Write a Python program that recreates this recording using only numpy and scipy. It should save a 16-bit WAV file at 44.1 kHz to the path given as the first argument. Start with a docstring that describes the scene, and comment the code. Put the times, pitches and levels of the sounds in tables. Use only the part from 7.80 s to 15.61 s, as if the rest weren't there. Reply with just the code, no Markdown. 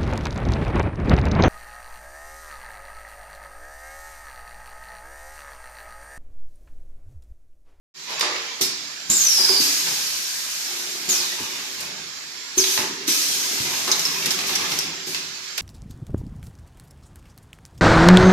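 """A pneumatic filling machine cycles in a hard-walled workshop. The shop's steady rush fades in;
a slide rumbles and clanks into its stop. From 0.8 s valves switch: a thump and a puff whose whistle
sinks with the pressure. At 1.3 s a throttle whistles and a cylinder bleeds off, hissing until 4 s.
A short blast at 4.8 s precedes a second long hiss, 5.3-7 s, over sliding carriages, clanks and
spitting nozzles. A last clank and spit come at 7.8 s."""
import sys
import numpy as np
from scipy import signal
from scipy.fft import rfft, irfft, next_fast_len
from scipy.io import wavfile
from scipy.ndimage import uniform_filter1d

SR = 44100
rng = np.random.default_rng(int(sys.argv[2]) if len(sys.argv) > 2 else 0)


def master(y):
    """Save y as 16-bit WAV."""
    cut = np.clip(np.atleast_2d(y).T, -1, 1)
    pcm = np.round(cut * 32767)  # scale
    wavfile.write(sys.argv[1], SR, pcm.astype(np.int16))


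N = 344421

# air jet spectrum: f/Hz, density/dB
AIR_SPECTRUM = [(200, -26), (700, -13), (1600, -7.5), (3200, -1.5), (5200, 5), (6600, 3), (8300, -5.5),
                (11500, -6.5), (13000, 0.5), (14300, -11)]


def amp(db):
    return 10 ** (np.asarray(db) / 20)


def unit(x):
    return x / np.sqrt(np.mean(x ** 2) + 1e-20)


def along(points, hz):
    """Interpolate (f/Hz, value) points on a log axis."""
    f, v = np.transpose(points)
    return np.interp(np.log(hz + 1), np.log(f + 1), v)


def since(start_s):
    """Elapsed time/s, zero before the start."""
    return np.maximum(np.arange(N) / SR - start_s, 0)


def gate(on_s, off_s, rise_s, fall_db_per_s):
    """Attack-hold-release gain."""
    return np.minimum(since(on_s) / rise_s, 1) * amp(-fall_db_per_s * since(off_s))


def strike(t60_s, rise_s):
    """Quick rise, exponential decay; 1 s long."""
    t = np.arange(SR) / SR
    return (1 - np.exp(-t / rise_s)) * np.exp(-np.log(1000) * t / t60_s)


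def wobble(rate_hz, size=N):
    """Random curve, linear between Gaussian knots."""
    return np.interp(np.arange(size) * rate_hz / SR, np.arange(size // 8), rng.standard_normal(size // 8))


def pan(db):
    """Channel gains for a left-right difference."""
    return amp([[db / 2], [-db / 2]])


def add(track, start_s, sound):
    """Mix a sound into the track in place."""
    part = track[:, max(round(start_s * SR), 0):][:, :sound.shape[-1]]
    part += sound[..., :part.shape[1]]


def filtered(x, gain_db):
    """Apply gain_db(f/Hz)."""
    m = next_fast_len(N + SR // 4)
    return irfft(rfft(x, m) * amp(gain_db(np.fft.rfftfreq(m, 1 / SR))), m)[:, :N]


def resonant(x, peaks):
    """Colour by resonances: f/Hz, width/Hz, gain/dB."""
    return filtered(x, lambda hz: sum(db / (1 + ((hz - f) / width) ** 2) for f, width, db in peaks))


def noise(spectrum, size=N):
    """Coloured stereo noise, rms 1; bass correlated, treble independent."""
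    # left-right likeness: f/Hz, correlation
    likeness = [(100, 0.99), (300, 0.95), (550, 0.68), (1000, 0.28), (2000, 0.02), (12000, 0.03)]
    m = next_fast_len(size)
    hz = np.fft.rfftfreq(m, 1 / SR)
    angle = np.arccos(np.clip(along(likeness, hz), -1, 1)) / 2
    bins = rfft(rng.standard_normal((2, m))) * amp(along(spectrum, hz))
    mid, side = irfft(bins * [np.cos(angle), np.sin(angle)], m)[:, :size]
    return unit(np.array([mid + side, mid - side]))


def patchy(x, depth_db, size):
    """Turbulence: neighbouring bands swell and fade independently; rms 1."""
    z = signal.stft(x, nperseg=size)[2]
    field = uniform_filter1d(rng.standard_normal(z.shape[1:]), size=3, axis=0)
    field = uniform_filter1d(field, size=6, axis=1)
    return unit(signal.istft(z * amp(depth_db * unit(field)), nperseg=size)[1][:, :N])


def whistle(hz, spread, flutter_hz):
    """Edge tone in turbulent air: pitch scatters, strength flickers per channel."""
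    size = len(hz)
    phase = 2 * np.pi * np.cumsum(hz * (1 + spread * wobble(700, size))) / SR
    channels = [wobble(flutter_hz, size) * np.cos(phase) + wobble(flutter_hz, size) * np.sin(phase)
                for _ in range(2)]
    return unit(np.array(channels))


def ring(modes, note_hz, db_per_octave):
    """Decaying modes at random phases; a blow favours those near its note."""
    out, t = np.zeros(SR), np.arange(SR) / SR
    for hz, t60_s, db in modes:
        gain = amp(db - db_per_octave * abs(np.log2(hz / note_hz)))
        out += gain * strike(t60_s, .0022) * np.sin(2 * np.pi * (hz * t + rng.random()))
    return out


def hall(x):
    """Wall reverberation, slightly delayed; the treble dies first."""
    # hall decay: f/Hz, t60/s
    decay = [(100, 0.72), (500, 0.73), (2000, 1), (6000, 0.87), (13000, 0.052)]
    hz, t, z = signal.stft(noise([(100, 0), (10000, 0)], SR), SR, nperseg=256)
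    tail = signal.istft(z * np.exp(-np.log(1000) * t / along(decay, hz)[:, None]), SR, nperseg=256)[1]
    tail = np.pad(tail / np.linalg.norm(tail[0]), ((0, 0), (SR // 150, 0)))
    return signal.fftconvolve(x, tail, axes=1)[:, :N]


def panels(x):
    """Direct sound plus weak early reflections off nearby steel sheets."""
    out = x.copy()
    for channel in range(2):
        for delay_s in rng.uniform(.001, .012, size=6):
            add(out[channel:channel + 1], delay_s, amp(-17) * x[channel:channel + 1])
    return out


def workshop():
    """Steady shop rush with the thin whine of small leaks."""
    # rush spectrum: f/Hz, density/dB
    rush_spectrum = [(25, -44), (70, -24), (150, -12.5), (380, -12), (520, -15), (800, -13.5), (1450, -4.5),
                     (2500, -7.5), (4400, 2.5), (5400, 3), (7000, -2), (8200, -25), (11000, -17),
                     (14500, -54)]
    # resonances in the rush: f/Hz, width/Hz, gain/dB
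    ducts = [(1690, 300, 4.5), (2310, 200, 7)]
    # leak whines: f/Hz, level/dB
    leaks = [(5400, -57), (7330, -49), (7555, -51.5)]
    whine = sum(amp(db) * whistle(np.full(N, hz), spread=.00215, flutter_hz=25) for hz, db in leaks)
    drift = amp(.7 * wobble(10))
    rush = patchy(resonant(noise(rush_spectrum), ducts), depth_db=2.5, size=1024)
    return amp(-35) * drift * rush * pan(-3.5) + whine


def singing():
    """A gliding carriage holds the frame on one clear note."""
    # frame notes: start/s, stop/s, f/Hz, level/dB
    notes = [(2.88, 3.4, 357.7, -47), (3.326, 3.413, 2520, -39.5), (4.788, 4.966, 380.4, -37),
             (6.896, 7.363, 382, -47)]
    out = np.zeros(N)
    for on_s, off_s, hz, db in notes:
        note = np.sin(2 * np.pi * np.cumsum(hz * (1 + .006 * wobble(hz / 8))) / SR)
        out += amp(db + wobble(60)) * gate(on_s, off_s, rise_s=.012, fall_db_per_s=31) * note
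    return out


def slides():
    """Carriages shake the frame, make it drone and scrape unevenly along their rails."""
    # carriage moves: start/s, stop/s, rumble/dB, scrape/dB, bass/dB
    moves = [(0.247, 0.52, -50, -28.5, -50.5), (0.777, 0.917, -49.5, -37.5, -45),
             (1.216, 1.352, -49, -46, -43), (1.532, 1.798, -40.5, -30, -43),
             (1.986, 2.11, -44.5, -31.5, -40.5), (2.81, 3.213, -47.5, -35, -56),
             (3.17, 3.762, -47, -33, -49), (3.92, 4.133, -48, -36.5, -43), (4.95, 5.052, -36, -39, -41),
             (5.442, 5.753, -40, -35.5, -44), (5.7, 6.426, -40.5, -29.5, -39.5),
             (6.344, 6.915, -39, -28, -35), (7.093, 7.382, -49.5, -37.5, -43)]
    # frame rumble: f/Hz, density/dB
    rumble_spectrum = [(25, -44), (60, -26), (100, -3.5), (170, 1.5), (300, 0.5), (385, 6), (480, -3),
                       (700, -19), (1500, -55)]
    # rail friction: f/Hz, density/dB
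    scrape_spectrum = [(200, -33), (550, -3.5), (1000, 2.5), (1400, -1), (2400, 5), (5000, 0.5),
                       (7000, -2.5), (9000, -62), (15000, -53)]
    # frame resonances: f/Hz, width/Hz, gain/dB
    rails = [(104.6, 5.5, 4), (117, 6.6, -11), (163.7, 1.4, 8.5), (279, 11.5, 6)]
    speed_up_s, bass_hz, drone_hz = .082, 210, 377.5
    shake, rub, weight = amp(-57), amp(-41.5), amp(-55.5)  # drive idling between moves
    for on_s, off_s, rumble_db, scrape_db, bass_db in moves:
        speed = gate(on_s, off_s, speed_up_s, fall_db_per_s=30)
        shake = np.maximum(shake, amp(rumble_db) * speed)
        rub = np.maximum(rub, amp(scrape_db) * speed)
        weight = np.maximum(weight, amp(bass_db) * gate(on_s, off_s, speed_up_s, fall_db_per_s=31))
    judder = wobble(30)
    body = patchy(resonant(noise(rumble_spectrum), rails), depth_db=1, size=2048)
    bass = filtered(body, lambda hz: -20 * np.log10(1 + (hz / bass_hz) ** 8))
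    rumble = amp(2 * judder) * (weight * bass + shake * (body - bass))
    roughness = amp(.76 * judder + 1.4 * wobble(120))
    scrape = rub * roughness * patchy(noise(scrape_spectrum), depth_db=3.5, size=1024)
    note = np.sin(2 * np.pi * np.cumsum(drone_hz + 5 * wobble(35)) / SR)
    drone = shake * amp(-11 + 1.1 * wobble(51)) * note
    return rumble + scrape + drone


def thumps():
    """Pistons jolt the cabinet: panel ring, dull push, dry knock and its rebound."""
    # piston blows: t/s, level/dB, note/Hz, knock/dB, knock f/Hz, knock t60/s
    blows = [(.807, -25.5, 343, -26, 256, .05), (1.297, -29, 262, -17, 163, 0.03),
             (1.591, -34, 377, -41, 170, 0.036), (1.695, -27, 394, -22.5, 395, 0.14),
             (1.7994, -32, 290, -16, 280, .07), (3.285, -30, 306, -24, 202, 0.043),
             (3.597, -30.5, 241, -40, 103, 0.24), (4.773, -22, 390, -19, 357, 0.034),
             (4.99, -33, 231, -27.5, 155, 0.037), (5.281, -28.5, 292, -12, 300, 0.039),
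             (5.801, -29, 150, -45, 104, .12), (6.078, -28.5, 387, -23, 355, 0.029),
             (7.271, -33.5, 372, -25, 347, .033)]
    # cabinet modes: f/Hz, t60/s, level/dB
    cabinet = [(96, 0.25, 1), (158, 0.08, -8), (239, 0.16, 5), (293.5, 0.18, 3.5), (330, 0.047, -17),
               (377.3, 0.24, 5.5)]
    # dull push: f/Hz, density/dB
    push_spectrum = [(30, -43), (70, -5), (130, -6), (250, -6), (400, -3.5), (550, -15.5), (1500, -11)]
    out, t = np.zeros((2, N)), np.arange(SR) / SR
    for at_s, db, note_hz, knock_db, knock_hz, knock_t60_s in blows:
        boom = ring(cabinet, note_hz, db_per_octave=14)
        push = noise([(hz, level - 4 * abs(np.log2(hz / note_hz))) for hz, level in push_spectrum], SR)
        add(out, at_s, amp(db - 5.5) * boom + amp(db - 1) * strike(.25, .0019) * push)
        knock = amp(knock_db) * strike(knock_t60_s, .0025) * np.sin(2 * np.pi * knock_hz * t)
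        add(out, at_s, knock)
        add(out, at_s + .017, amp(-22) * knock)  # rebound
    return out


def clanks():
    """Steel hits a stop: bright contact, short knock, a few clear frame modes among dense ones."""
    # hits: t/s, level/dB, clang share/dB, note/Hz
    hits = [(0.305, -37.5, 2.5, 483), (0.394, -37, -21, 466), (0.4094, -21, -8.5, 472),
            (0.4281, -35, 12, 1140), (0.496, -48, 15, 476), (1.298, -37, 2, 1100), (1.584, -44, 11, 920),
            (1.69, -39.5, 11, 1110), (2.069, -32, -3.5, 1060), (3.585, -50, 13.5, 900),
            (4.008, -45, 6.5, 1070), (4.84, -23.5, -13, 930), (4.976, -23.5, -0.5, 1020),
            (5.868, -37, 1.5, 930), (6.077, -27.5, 2.5, 1080), (6.588, -27.5, -6.5, 1070),
            (6.692, -31, -2, 1100), (6.758, -27.5, -21, 1090), (6.795, -35, 3.5, 1090),
            (6.841, -40, 2, 1070), (6.918, -26, -17, 1090), (7.007, -32, -26, 1090),
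            (7.346, -26, -13.5, 1090), (7.78, -26, -9, 1820)]
    # steel contact: f/Hz, density/dB
    contact_spectrum = [(150, -35), (500, -23), (1500, 3.5), (2500, 12), (3300, 9.5), (4500, 11),
                        (6200, 7.5), (8200, -3), (14000, -11)]
    # clear frame modes: f/Hz, t60/s, level/dB
    frame = [(459.5, 0.56, 6), (866, 0.25, 10), (1025, 0.18, -3), (1170, 0.32, -11.5), (1450, 0.35, 2),
             (1890, 0.3, 0), (2430, 0.28, -13)]
    # dense frame modes: f/Hz, density/dB
    clang_spectrum = [(150, -45), (330, 1.5), (480, -3), (750, -2), (1130, 5), (1450, -3), (1800, 2),
                      (3000, -19), (8000, -44)]
    out, t = np.zeros((2, N)), np.arange(SR) / SR
    for at_s, db, clang_db, note_hz in hits:
        envelope = amp(10) * strike(.028, .0005) + amp(-5) * strike(.3, .0026)
        contact = envelope * noise(contact_spectrum, SR)
        clear = amp(-16) * ring(frame, note_hz, db_per_octave=9.5)
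        dense = amp(-1) * strike(.28, .00071) * noise(clang_spectrum, SR)
        knock = amp(11) * strike(.014, .00064) * np.sin(2 * np.pi * note_hz * t)
        add(out, at_s, amp(db) * (contact + amp(clang_db) * (dense + clear + knock)))
    return out


def spits():
    """A nozzle pin snaps onto its seat; its ring spreads through the fittings as air spits past."""
    # nozzle shots: t/s, air/dB, air t60/s, pin f/Hz, pin/dB, left-right/dB
    shots = [(.395, -22, 0.049, 4900, -25, 0), (0.409, -30, .03, 5000, -11.5, -6),
             (2.17, -28, 0.036, 6240, -26, -3), (4.006, -28.5, 0.12, 8800, -28, 3),
             (6.1148, -18, .06, 6300, -3.5, 3), (6.1155, -30, 0.05, 5260, -1.5, -4),
             (6.1215, -23, .06, 4050, -5.5, -3), (6.194, -18, .05, 5750, -10, 0),
             (6.2524, -22, .037, 5310, -1.5, 0), (6.4582, -13, 0.042, 4880, -18, 2),
             (6.506, -18, 0.13, 5330, -6.5, -2), (6.7536, -18, 0.07, 5750, -5.5, 1),
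             (6.9886, -14, .032, 5550, -6, 2.5), (7.7774, -19.5, 0.049, 4800, -32, -1)]
    out, t = np.zeros((2, N)), np.arange(SR) / SR
    snap = strike(t60_s=.0048, rise_s=.00058)
    for at_s, air_db, t60_s, hz, pin_db, pan_db in shots:
        pin = snap / snap.max() * np.sin(2 * np.pi * hz * t)
        fittings = amp(-2) * strike(.055, .002) * whistle(np.full(SR, hz), spread=.025, flutter_hz=700)
        air = amp(air_db) * strike(t60_s, .00016) * noise(AIR_SPECTRUM, SR)
        add(out, at_s, pan(pan_db) * (air + amp(pin_db - 6.5) * (pin + fittings)))
    return out


def throttle():
    """Throttled air whistles as the piston moves: rough at full pressure, steadier as it sinks."""
    # note sinks with pressure, holds under load, sags: t/s, f/Hz
    glide = [(1.301, 7500), (1.335, 7600), (1.399, 6670), (1.49, 5720), (1.553, 5450), (1.586, 5010),
             (1.699, 4917), (1.786, 4730), (1.83, 4520)]
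    on_s, off_s, settle_s = 1.296, 1.777, .18
    hz = np.interp(np.arange(N) / SR, *np.transpose(glide)) * (1 + .006 * wobble(90))
    scatter = .006 + .02 * np.exp(-since(on_s) / settle_s)
    tone = amp(2.5 + 1.5 * wobble(70)) * whistle(hz, spread=scatter, flutter_hz=200)
    octave = amp(-10 - 12 * since(on_s)) * whistle(2 * hz, spread=2 * scatter, flutter_hz=400)
    skirt = amp(-4.5) * whistle(hz, spread=.088, flutter_hz=860)  # jet noise around the tone
    flow = gate(on_s, off_s, rise_s=.008, fall_db_per_s=220)
    return amp(-22) * flow * (tone + octave + skirt) * pan(-.68)


def exhausts():
    """A valve dumps a hose: a puff whose whistle sinks with the pressure and frays into hiss."""
    # t/s, puff/dB, puff t60/s, whistle/dB, whistle t60/s, start f/Hz, fall/(oct/s), relative scatter
    puffs = [(0.81, -15, 0.26, -20.5, 0.45, 5750, 3.1, 0.005),
             (1.299, -22.5, 0.3, -14, 0.17, 7170, 6, 0.054),
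             (3.289, -20, 0.93, -16, 0.56, 7220, 5.4, 0.025),
             (3.288, -33, 0.092, -28, .06, 7350, 1.7, 0.0052),
             (4.778, -20, 0.51, -15, 0.31, 6660, 11.6, 0.017),
             (4.784, -31, .1, -10, 0.082, 6370, 1.2, 0.012), (5.277, -21.5, 1, -23, 0.67, 6310, 3.1, 0.016),
             (7.342, -60, 0.42, -28, .15, 4370, 0.64, 0.043)]
    # hose resonances: f/Hz, width/Hz, gain/dB
    hose = [(2420, 63, 6), (3640, 140, 2), (5440, 200, -1)]
    out, t = np.zeros((2, N)), np.arange(SR) / SR
    fray = .45 * np.minimum(t, .2)
    for at_s, db, t60_s, tone_db, tone_t60_s, start_hz, fall_oct_per_s, scatter in puffs:
        hz = start_hz * 2 ** -np.minimum(fall_oct_per_s * t, 1)
        tone = whistle(hz, spread=scatter + fray, flutter_hz=360)
        puff = amp(db) * strike(t60_s, .0012) * noise(AIR_SPECTRUM, SR)
        add(out, at_s, puff + amp(tone_db) * strike(tone_t60_s, .00067) * tone)
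    return resonant(out, hose)


def bleed():
    """Cylinders vent through silencers: each stroke surges, settles and sags until its valve shuts."""
    # strokes: open/s, close/s, hiss/dB, surge/dB, surge time constant/s, fizz share/dB
    strokes = [(0.283, 0.35, -50, 11, .1, -9), (1.288, 1.79, -21.5, -1.5, 0.14, -13),
               (1.79, 4.06, -24.5, 6, 0.24, -37), (4.753, 4.958, -15, -19, 0.17, -6.5),
               (5.267, 7.02, -23, 4.5, 0.075, -34), (6.656, 6.7, -28.5, 5, .1, -30),
               (6.892, 6.927, -34, 9, .1, -30), (7.255, 7.335, -28, -2.5, .1, -24)]
    # bleed path resonances: f/Hz, width/Hz, gain/dB
    silencer = [(1604, 72, 6.5), (2470, 130, 3.5), (3150, 59, 1.5), (4840, 220, -1), (5640, 120, 3),
                (6530, 120, 3.5)]
    leak_db, sag_db_per_s, jet_hz = -45.5, 5.5, 9800
    hiss_power, fizz_power = amp(leak_db) ** 2, 0  # fittings always leak
    for on_s, off_s, db, surge_db, settle_s, fizz_db in strokes:
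        level_db = db + surge_db * np.exp(-since(on_s) / settle_s) - sag_db_per_s * since(on_s)
        power = (amp(level_db) * gate(on_s, off_s, rise_s=.021, fall_db_per_s=146)) ** 2
        hiss_power += power
        fizz_power += power * amp(fizz_db) ** 2
    unsteady = amp(.6 * wobble(25))
    hiss = patchy(resonant(noise(AIR_SPECTRUM), silencer), depth_db=2, size=1024)
    fizz = noise([(jet_hz / 2, -30), (jet_hz, 0), (14000, 0)])  # hard jet
    return unsteady * (np.sqrt(hiss_power) * hiss + np.sqrt(fizz_power) * fizz) * pan(1)


def scene():
    """Air and steel: direct, off nearby panels and round the hall."""
    air = exhausts() + bleed() + throttle()
    thump, clank, spit = thumps(), clanks(), spits()
    echo = hall(amp(-6.5) * (air + spit) + amp(-7.5) * thump + amp(-2.5) * clank)
    return panels(air + spit) + thump + clank + echo + slides() + singing() + workshop()


def record(dry):
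    """Fade-in after brief silence, microphone colour, soft clip, steep low-pass."""
    # response of both channels: f/Hz, gain/dB
    response = [(100, -1), (6800, 0), (8200, 2.5), (9600, 2.5), (11500, .5)]
    # microphone mismatch: f/Hz, left-right/dB
    mismatch = [(100, 0.5), (380, -1.5), (750, 0), (1300, 0), (2400, -3), (4400, -4.5), (8000, 2),
                (13000, -2.5)]
    start_s, fade_s, ceiling, top_hz = .14, .048, .85, 14350
    faded = amp(-1) * dry * (1 - np.exp(-since(start_s) / fade_s))
    heard = filtered(faded, lambda hz: along(response, hz) + np.outer([.5, -.5], along(mismatch, hz)))
    rounded = heard / (1 + (heard / ceiling) ** 6) ** (1 / 6)
    return filtered(rounded, lambda hz: -10 * np.log10(1 + (hz / top_hz) ** 240))


dry = scene()
out = record(dry)
master(out)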